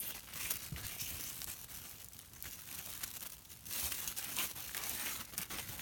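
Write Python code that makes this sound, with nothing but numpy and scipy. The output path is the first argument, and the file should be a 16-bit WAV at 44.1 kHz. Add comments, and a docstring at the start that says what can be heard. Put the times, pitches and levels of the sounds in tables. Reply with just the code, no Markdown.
"""A hand pushes through bristly squash leaves in a garden, close to a handheld camera.
First a leaf edge slides off with a hiss. Then, stroke by stroke, stiff hairs catch and let go,
broad blades and hollow stalks ring with them, and veins snap. Around one second in, the camera is
bumped a few times. After a softer stretch, the hardest pushes and loudest snaps come from about four
seconds on, with a few more bumps. A faint outdoor rumble lies beneath from start to end."""
import sys
import numpy as np
from scipy import signal
from scipy.fft import rfft, irfft, next_fast_len
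from scipy.io import wavfile
from scipy.ndimage import uniform_filter1d, map_coordinates

SR = 44100
rng = np.random.default_rng(int(sys.argv[2]) if len(sys.argv) > 2 else 0)


def transcribe(signal):
    """Save signal, clipped to [-1, 1], as a 16-bit WAV file at the path in sys.argv[1]."""
    frames = np.atleast_2d(signal).T
    limited = np.clip(frames, -1, 1)
    pcm = np.round(limited * 32767).astype(np.int16)
    wavfile.write(sys.argv[1], SR, pcm)


N = 256220
TIME = np.arange(N) / SR

# Strokes of the hand through the leaves (a blade is the flat part of a leaf):
# (time [s], length [s], hair level [dB], blade level [dB], swell from start to end [dB])
HAND_STROKES = [(0, 0.12, -47, -56, -1), (0.142, 0.049, -48.5, -52, -3.5), (.2, .15, -56.5, -59.5, 6),
                (0.382, 0.18, -43, -53, -3.5), (0.577, 0.098, -48, -55.5, -0.5), (.76, 0.089, -53, -54, -2),
                (0.836, .15, -47.5, -56.5, -5), (0.993, 0.15, -43.5, -57.5, -0.5),
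                (1.149, 0.29, -47, -57, -6.5), (1.462, 0.065, -45.5, -54, 0),
                (1.536, .1, -51.5, -61.5, -2.5), (1.674, 0.35, -51.5, -60, -8), (2.187, .1, -59, -69, -10),
                (2.326, .06, -57, -62, -2), (2.426, 0.22, -52.5, -62, -2), (2.647, 0.46, -49.5, -58, -1.5),
                (3.132, 0.037, -47, -55, 1), (3.205, .06, -49, -56, -2.5), (3.313, 0.029, -51.5, -63, 1.5),
                (3.5, .03, -49.5, -62, -4), (3.655, 0.086, -47, -59.5, 10.5), (3.731, .15, -39.7, -50, 1),
                (3.889, 0.23, -44, -53, -1.5), (4.165, 0.23, -44.5, -52.5, 3.5),
                (4.382, 0.067, -37.5, -45, -3.5), (4.454, .08, -49.5, -59.5, -4),
                (4.547, 0.2, -47.5, -55.5, -7.5), (4.739, 0.1, -44.5, -47.5, -3),
                (4.814, 0.32, -42, -48.5, -0.5), (5.142, 0.071, -48, -49, 2.5), (5.236, 0.17, -57, -61, 6),
                (5.381, 0.081, -51, -53, -9), (5.498, 0.16, -47, -48.5, -5.5),
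                (5.663, 0.16, -49, -53.5, 0.5)]
# Quick brushes of leaf over leaf: (time [s], length [s], hair level [dB], blade level [dB])
LEAF_BRUSHES = [(0.355, 0.029, -44.5, -52), (0.5, 0.02, -35.5, -46.5), (0.758, 0.043, -52.5, -53),
                (0.999, .018, -39, -55), (2.439, 0.029, -52, -53.5), (2.762, .03, -49.5, -56),
                (3.031, .013, -37.5, -48), (3.158, .016, -45, -54), (3.222, .012, -44.5, -55),
                (3.256, .012, -45, -55), (3.915, 0.0075, -38.5, -47), (4.072, 0.021, -38.5, -62),
                (4.163, 0.038, -42, -54), (4.763, .011, -48, -49), (5.33, 0.02, -52.5, -50),
                (5.379, 0.01, -41, -45), (5.416, 0.017, -43, -47), (5.501, .015, -51, -42),
                (5.582, 0.015, -43.5, -43)]
# The bright tone of the stiff hairs: (frequency [Hz], relative level [dB])
HAIR_TONE = [(1470, -37), (2500, -3), (2820, -0.5), (3410, -4), (4310, -3), (4950, -5), (5780, 1),
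             (6480, 1.5), (7750, -3.5), (8620, 0.5), (10500, -2), (11700, 1.5), (16100, 0), (16800, -1.5),
             (17500, -3.5)]
# The lower, papery tone of the blades: (frequency [Hz], relative level [dB])
BLADE_TONE = [(120, -29), (200, 0), (340, -0.5), (450, -5), (650, -3.5), (1000, -2), (1600, -0.5),
              (2100, -1), (2900, -5.5), (3800, -5.5), (5200, -10.5), (9000, -28.5)]
# Veins and stalks snapping:
# (time [s], level [dB], ring pitch [Hz], relative level of the lows [dB], ring strength [ratio])
VEIN_SNAPS = [(.273, -39, 2800, -7, 0.32), (.762, -32, 2080, 5, 0.69), (.8675, -26, 11400, -23, .4),
              (1.418, -26.5, 5560, -11, 0.88), (1.4432, -24, 11100, -19, 0.43),
              (1.6442, -31.5, 11700, -12, .4), (1.895, -34, 12000, -30, .4), (2.045, -34, 6300, -24, 0.62),
              (2.086, -35, 11600, -29, .4), (2.134, -37.5, 11400, -34, 0.44),
              (2.191, -32.5, 6460, -18.5, 0.62), (2.2, -41, 2970, -10, 1), (2.425, -26, 11500, -32, 0.22),
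              (2.928, -33.5, 1900, -7, .45), (3.2074, -32, 11600, -17, .3), (3.302, -34, 11200, -22, 0.33),
              (3.455, -40, 3480, -16, 0.73), (3.656, -37, 11200, -11, 0.55),
              (3.921, -24.5, 2300, -7.5, .25), (4.077, -20.5, 6600, -20, 2), (4.186, -22, 9900, -30, 1.1),
              (4.367, -23, 8700, -30, 1.7), (4.3868, -19.5, 2800, -15, 1.3), (4.694, -34.5, 1760, -5, .5),
              (4.747, -26, 1790, -12, .9), (4.778, -27, 1200, -9, .4), (4.895, -22, 11900, -40, .4),
              (5.2132, -33, 2770, -17, 0.69), (5.3798, -19, 8500, -24, 1.3), (5.4165, -28, 9060, -21, .5),
              (5.7946, -31, 1600, -6, .5)]
# Scraped stalks, ribs and cupped blades, whose note glides as the touching point moves:
# (time [s], length [s], first pitch [Hz], last pitch [Hz], level [dB])
STALK_SCRAPES = [(.01, 0.13, 3000, 3100, -54), (0.384, 0.18, 2410, 2420, -52),
                 (0.825, 0.046, 4200, 4370, -57), (0.804, 0.098, 1600, 2090, -60),
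                 (.89, 0.096, 2150, 2580, -53), (0.99, 0.29, 2700, 2730, -59),
                 (0.991, .02, 5500, 5700, -47), (1.257, 0.047, 6750, 6800, -55),
                 (4.381, 0.038, 2750, 2680, -42), (4.37, 0.046, 1060, 1040, -51),
                 (4.56, .04, 3900, 3600, -57), (5.049, 0.059, 2760, 2740, -47),
                 (5.032, 0.074, 1690, 1700, -51)]
# A leaf edge hissing as it slides off: (time [s], centre frequency [Hz], level [dB])
EDGE_HISS = [(0, 11200, -39), (.06, 12300, -45), (.09, 15000, -41), (.11, 16500, -44), (.135, 17000, -83)]
# The hand's rumble through the camera body: (time [s], level [dB])
HANDLING_LEVELS = [(0.0, -61.5), (1.02, -57), (2.05, -63.5), (2.86, -61), (3.59, -64.5), (3.98, -60),
                   (4.92, -60), (5.37, -59), (5.55, -57), (5.81, -57)]
# The deep tone of that rumble: (frequency [Hz], relative level [dB])
HANDLING_TONE = [(15, -38), (30, -15), (45, -3.5), (65, 0.5), (100, -2.5), (170, -5.5), (300, -14),
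                 (600, -24), (2000, -29)]
# Bumps on the camera: (time [s], level [dB], pitch [Hz], time to fade by 60 dB [s])
CAMERA_BUMPS = [(0.721, -29, 142, 0.042), (0.735, -38.5, 75, 0.13), (0.843, -38.5, 59.6, 0.062),
                (1.018, -41, 140, 0.039), (1.11, -48, 75.3, 0.22), (3.83, -47, 70, .25),
                (5.393, -38.5, 175, .04), (5.693, -37, 106, 0.052)]
# The tone of the outdoor air: (frequency [Hz], relative level [dB])
AIR_TONE = [(25, -30), (80, 14.5), (300, -6), (900, -1.5), (2000, -7.5), (8000, -4.5), (17000, -6)]

EASY_RUB_DB = -52  # hair level of an unhurried stroke


def rubbing(resting_db=(-61.5, -72.5), easing=0.046):
    """Volume curves for hairs and blades: resting leaves, strokes and brushes add their power."""
    power = amp(resting_db)[:, None] ** 2 * np.ones(N)  # leaves that still lean on the hand
    for start, length, hair_db, blade_db, swell_db in HAND_STROKES:
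        ease = easing * length  # longer strokes start and end more gently
        stroke = contact(start, length, rise=.006 + ease, fall=.016 + ease, swell_db=swell_db)
        power += np.outer(amp([hair_db, blade_db]), stroke) ** 2
    for start, length, hair_db, blade_db in LEAF_BRUSHES:
        brush = contact(start, length, rise=.0015, fall=.0037)
        power += np.outer(amp([hair_db, blade_db]), brush) ** 2
    return np.sqrt(power)


def rustle(hair_gain, blade_gain, judder_db=1.4, flutter_db=0.9, easy_ticks_per_s=1500):
    """Faster rubbing frees more hairs, so ticks merge into a hiss. The blades add a papery body."""
    hair_gain = amp(-.36) * hair_gain
    blade_gain = amp(-.5 + flutter_db * wobble(60)) * blade_gain
    speed = hair_gain / amp(EASY_RUB_DB)
    # Slow rubbing sticks and slips; fast rubbing glides.
    judder = amp(judder_db * (wobble(60) + wobble(160)) / speed ** .4)
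    rate = easy_ticks_per_s * speed ** 1.3
    hairs = coloured(hair_ticks(rate, fade_s=.014, wander_db=4, ring=2.04), HAIR_TONE)
    blades = coloured(hair_ticks(.7 * rate, fade_s=.009, wander_db=4.5, ring=1.45), BLADE_TONE)
    hairs = flexing(hairs, depth_db=1.76)
    blades = flexing(blades, depth_db=1.32)
    return judder * (hair_gain * hairs + blade_gain * blades)


def hair_ticks(rate, fade_s, wander_db, ring, patches=10):
    """Hairs let go about `rate` times a second; each patch of leaf rings in its own way."""
    t = np.arange(SR // 50) / SR
    rings = rng.standard_normal((patches, len(t))) * amp(-60 * t / fade_s)
    rings *= ring / np.linalg.norm(rings, axis=1, keepdims=True)
    rings[:, 0] += 1  # the click that starts each ring
    tones = rfft(np.pad(rings, ((0, 0), (32, 32))))
    rings = irfft(tones / np.sqrt(np.mean(np.abs(tones) ** 2, axis=0)))  # together they favour no pitch
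    shares = amp(wander_db * np.array([wobble(14) for _ in range(patches)]))  # the touch wanders
    chance = np.clip(rate / SR * shares ** 2 / np.sum(shares ** 2, axis=0), 0, 1)
    size_db = 4.5 * np.clip(rng.standard_normal((patches, N)), -2, 2)
    sizes = amp(size_db) * rng.choice([-1, 1], (patches, N))
    slips = (rng.random((patches, N)) < chance) * sizes / np.sqrt(chance.sum(axis=0))
    return unit(signal.oaconvolve(slips, rings, axes=1).sum(axis=0)[:N])


def flexing(sound, depth_db):
    """As the blades bend, they keep favouring different pitches."""
    spectrum = signal.stft(sound, nperseg=512)[2]
    ripple = uniform_filter1d(rng.standard_normal(spectrum.shape), size=11, axis=0)  # smooth over pitch
    ripple = uniform_filter1d(ripple, size=14, axis=1)  # and over time
    return unit(signal.istft(spectrum * amp(depth_db * unit(ripple)), nperseg=512)[1][:N])


def snaps(rows, crack_fade_s=0.0046, shiver_db=-25, shiver_fade_s=0.074, ring_cycles=18, boost_db=1):
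    """A vein gives way: a crack, a brief note from the stalk, then the leaf shivers."""
    out = np.zeros(N)
    t = np.arange(SR // 20) / SR
    fade = amp(-60 * t / crack_fade_s) + amp(shiver_db - 60 * t / shiver_fade_s)
    for start, db, ring_hz, low_db, ring in rows:
        fibres = rng.choice([-1, 1], len(t)) * fade
        lows = [(200, low_db + 1), (1000, low_db + 11), (3000, low_db + 17)]
        crack = coloured(fibres, lows + [(6000, 1.5), (17000, 4.0), (18500, -17)])
        phase = 2 * np.pi * ring_hz * t
        build_up = 1 - np.exp(-phase / np.pi)  # takes about one cycle
        note = np.sin(phase) * build_up * amp(-60 * t * ring_hz / ring_cycles)
        snap = crack / np.abs(crack).max() + ring * note
        add(out, start, amp(db + boost_db) * snap / np.abs(snap).max())
    return out


def crackles(hair_gain, per_s=36, spread_db=5.5, low_hz=2500, high_hz=11900, low_db=-19.5, ring=0.46):
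    """Small veins snap at random all the while; harder rubbing makes them louder."""
    rows = []
    for when, size, pitch in rng.random((round(per_s * N / SR), 3)):
        effort_db = 20 * np.log10(hair_gain[int(when * N)]) - EASY_RUB_DB
        db = -39.5 + .86 * effort_db + spread_db * (2 * size - 1)
        ring_hz = low_hz * (high_hz / low_hz) ** pitch
        rows.append((when * N / SR, db, ring_hz, low_db, ring))
    return snaps(rows)


def scrapes(rasp_db=2.5):
    """Many tiny, uneven slips make a leaf edge hiss and the stalks sound their notes."""
    slips = hair_ticks(12000, fade_s=.004, wander_db=4, ring=.35)
    slips *= amp(rasp_db * (wobble(35) + wobble(120)))
    edge_hz, edge_db = curves(EDGE_HISS)
    out = amp(edge_db) * resonate(slips, edge_hz, octaves=.4, steepness=6)
    for start, length, first_hz, last_hz, db in STALK_SCRAPES:
        glide_hz = np.interp(TIME, [start, start + length], [first_hz, last_hz])
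        note = resonate(slips, glide_hz, octaves=.27, steepness=2.2)
        out += amp(db) * contact(start, length, rise=.0075, fall=.014) * note
    return out


def leaf_echoes(sound, echo_db=-13, fade_s=0.026, count=8):
    """Nearby leaves and soil add short echoes to the sound, which shift as the leaves move."""
    t = np.arange(SR // 10) / SR
    tails = rng.standard_normal((count, len(t))) * amp(-60 * t / fade_s) * (t > .001)
    tails /= np.linalg.norm(tails, axis=1, keepdims=True)
    paths = np.array([wobble(7) for _ in range(count)])
    paths /= np.linalg.norm(paths, axis=0)
    echoes = signal.oaconvolve(sound * paths, tails, axes=1).sum(axis=0)[:N]
    return sound + amp(echo_db) * echoes


def camera_handling(hair_gain, boost_db=1, uneven_db=2, thud_db=-13):
    """The hand rumbles through the camera, more as it pushes; bumps add a thud and a short low note."""
    level_db, = curves(HANDLING_LEVELS)
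    effort = hair_gain / amp(EASY_RUB_DB)
    rumble_gain = amp(level_db + boost_db + uneven_db * wobble(25)) * effort ** .13
    notes = np.zeros(N)
    t = np.arange(SR // 5) / SR
    for start, db, hz, fade_s in CAMERA_BUMPS:
        push = 2 * amp(db - 60 * t / fade_s) * (1 - np.exp(-t / .0054))
        add(notes, start, push * np.sin(2 * np.pi * hz * t))
        add(rumble_gain, start, amp(thud_db) * push)  # the thud is a brief swell of the rumble
    return notes + rumble_gain * coloured(rng.standard_normal(N), HANDLING_TONE)


def garden_air(level_db=-62.5):
    """The still outdoor air: a faint, steady rumble with a little hiss."""
    return amp(level_db) * coloured(rng.standard_normal(N), AIR_TONE)


def contact(start, length, rise, fall, swell_db=0):
    """Volume curve of one touch: it catches, swells or fades, then slides free. Times are in seconds."""
    gain = np.zeros(N)
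    t = np.arange(round((length + 10 * fall) * SR)) / SR
    catch = 1 - np.exp(-t / rise)
    hold = amp(swell_db * (np.minimum(t / length, 1) - .5))
    release = np.exp(-np.maximum(t - length, 0) / fall)
    add(gain, start, catch * hold * release)
    return gain


def resonate(slips, centre_hz, octaves, steepness):
    """Keep the sound near one moving pitch; `octaves` sets how near."""
    hz, t, spectrum = signal.stft(slips, SR, nperseg=512)
    distance = np.log2((hz[:, None] + 1) / np.interp(t, TIME, centre_hz)) / octaves
    gain = 1 / (1 + np.abs(distance) ** steepness)
    gain /= np.sqrt(np.mean(gain ** 2, axis=0))
    return unit(signal.istft(spectrum * gain, SR, nperseg=512)[1][:N])


def coloured(sound, tone):
    """Give a sound a tone, drawn as points of (frequency [Hz], relative level [dB])."""
    size = 2 * next_fast_len(len(sound) // 2 + 4096)
    tone_hz, tone_db = np.transpose(tone)
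    hz = np.fft.rfftfreq(size, 1 / SR)
    gain = unit(amp(np.interp(np.log(hz + 1), np.log(tone_hz), tone_db)))
    # These steps make the filter ring only after a click, never before it.
    cepstrum = irfft(np.log(gain + 1e-6))
    cepstrum[1:size // 2] *= 2
    cepstrum[size // 2 + 1:] = 0
    return irfft(rfft(sound, size) * np.exp(rfft(cepstrum)))[:len(sound)]


def wobble(rate):
    """A smooth curve through `rate` random values a second."""
    return map_coordinates(rng.standard_normal(int(N * rate / SR) + 4), [TIME * rate])


def curves(rows):
    """Join a table's rows with straight lines: one curve for each column after the time."""
    times, *columns = np.transpose(rows)
    return [np.interp(TIME, times, column) for column in columns]


def add(track, start, sound):
    """Mix a sound into the track at `start` seconds."""
    first = max(round(start * SR), 0)
    track[first:first + len(sound)] += sound[:max(N - first, 0)]


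def amp(db):
    """Turn decibels into a number to multiply by."""
    return 10 ** (np.asarray(db) / 20)


def unit(x):
    """Scale x so that its typical size (root mean square) is 1."""
    return x / np.sqrt(np.mean(x ** 2) + 1e-20)


def scene():
    """Mix the leaves, the camera handling and the garden air into one channel."""
    hair_gain, blade_gain = rubbing()
    leaves = rustle(hair_gain, blade_gain) + scrapes() + snaps(VEIN_SNAPS) + crackles(hair_gain)
    air = garden_air()
    return (leaf_echoes(leaves) + camera_handling(hair_gain) + air)[None]


def record(dry):
    """The camera cuts off the very highest frequencies."""
    top_hz = 17300
    size = next_fast_len(N + SR // 4)
    hz = np.fft.rfftfreq(size, 1 / SR)
    return irfft(rfft(dry, size) / (1 + (hz / top_hz) ** 200), size)[:, :N]


dry = scene()
out = record(dry)
transcribe(out)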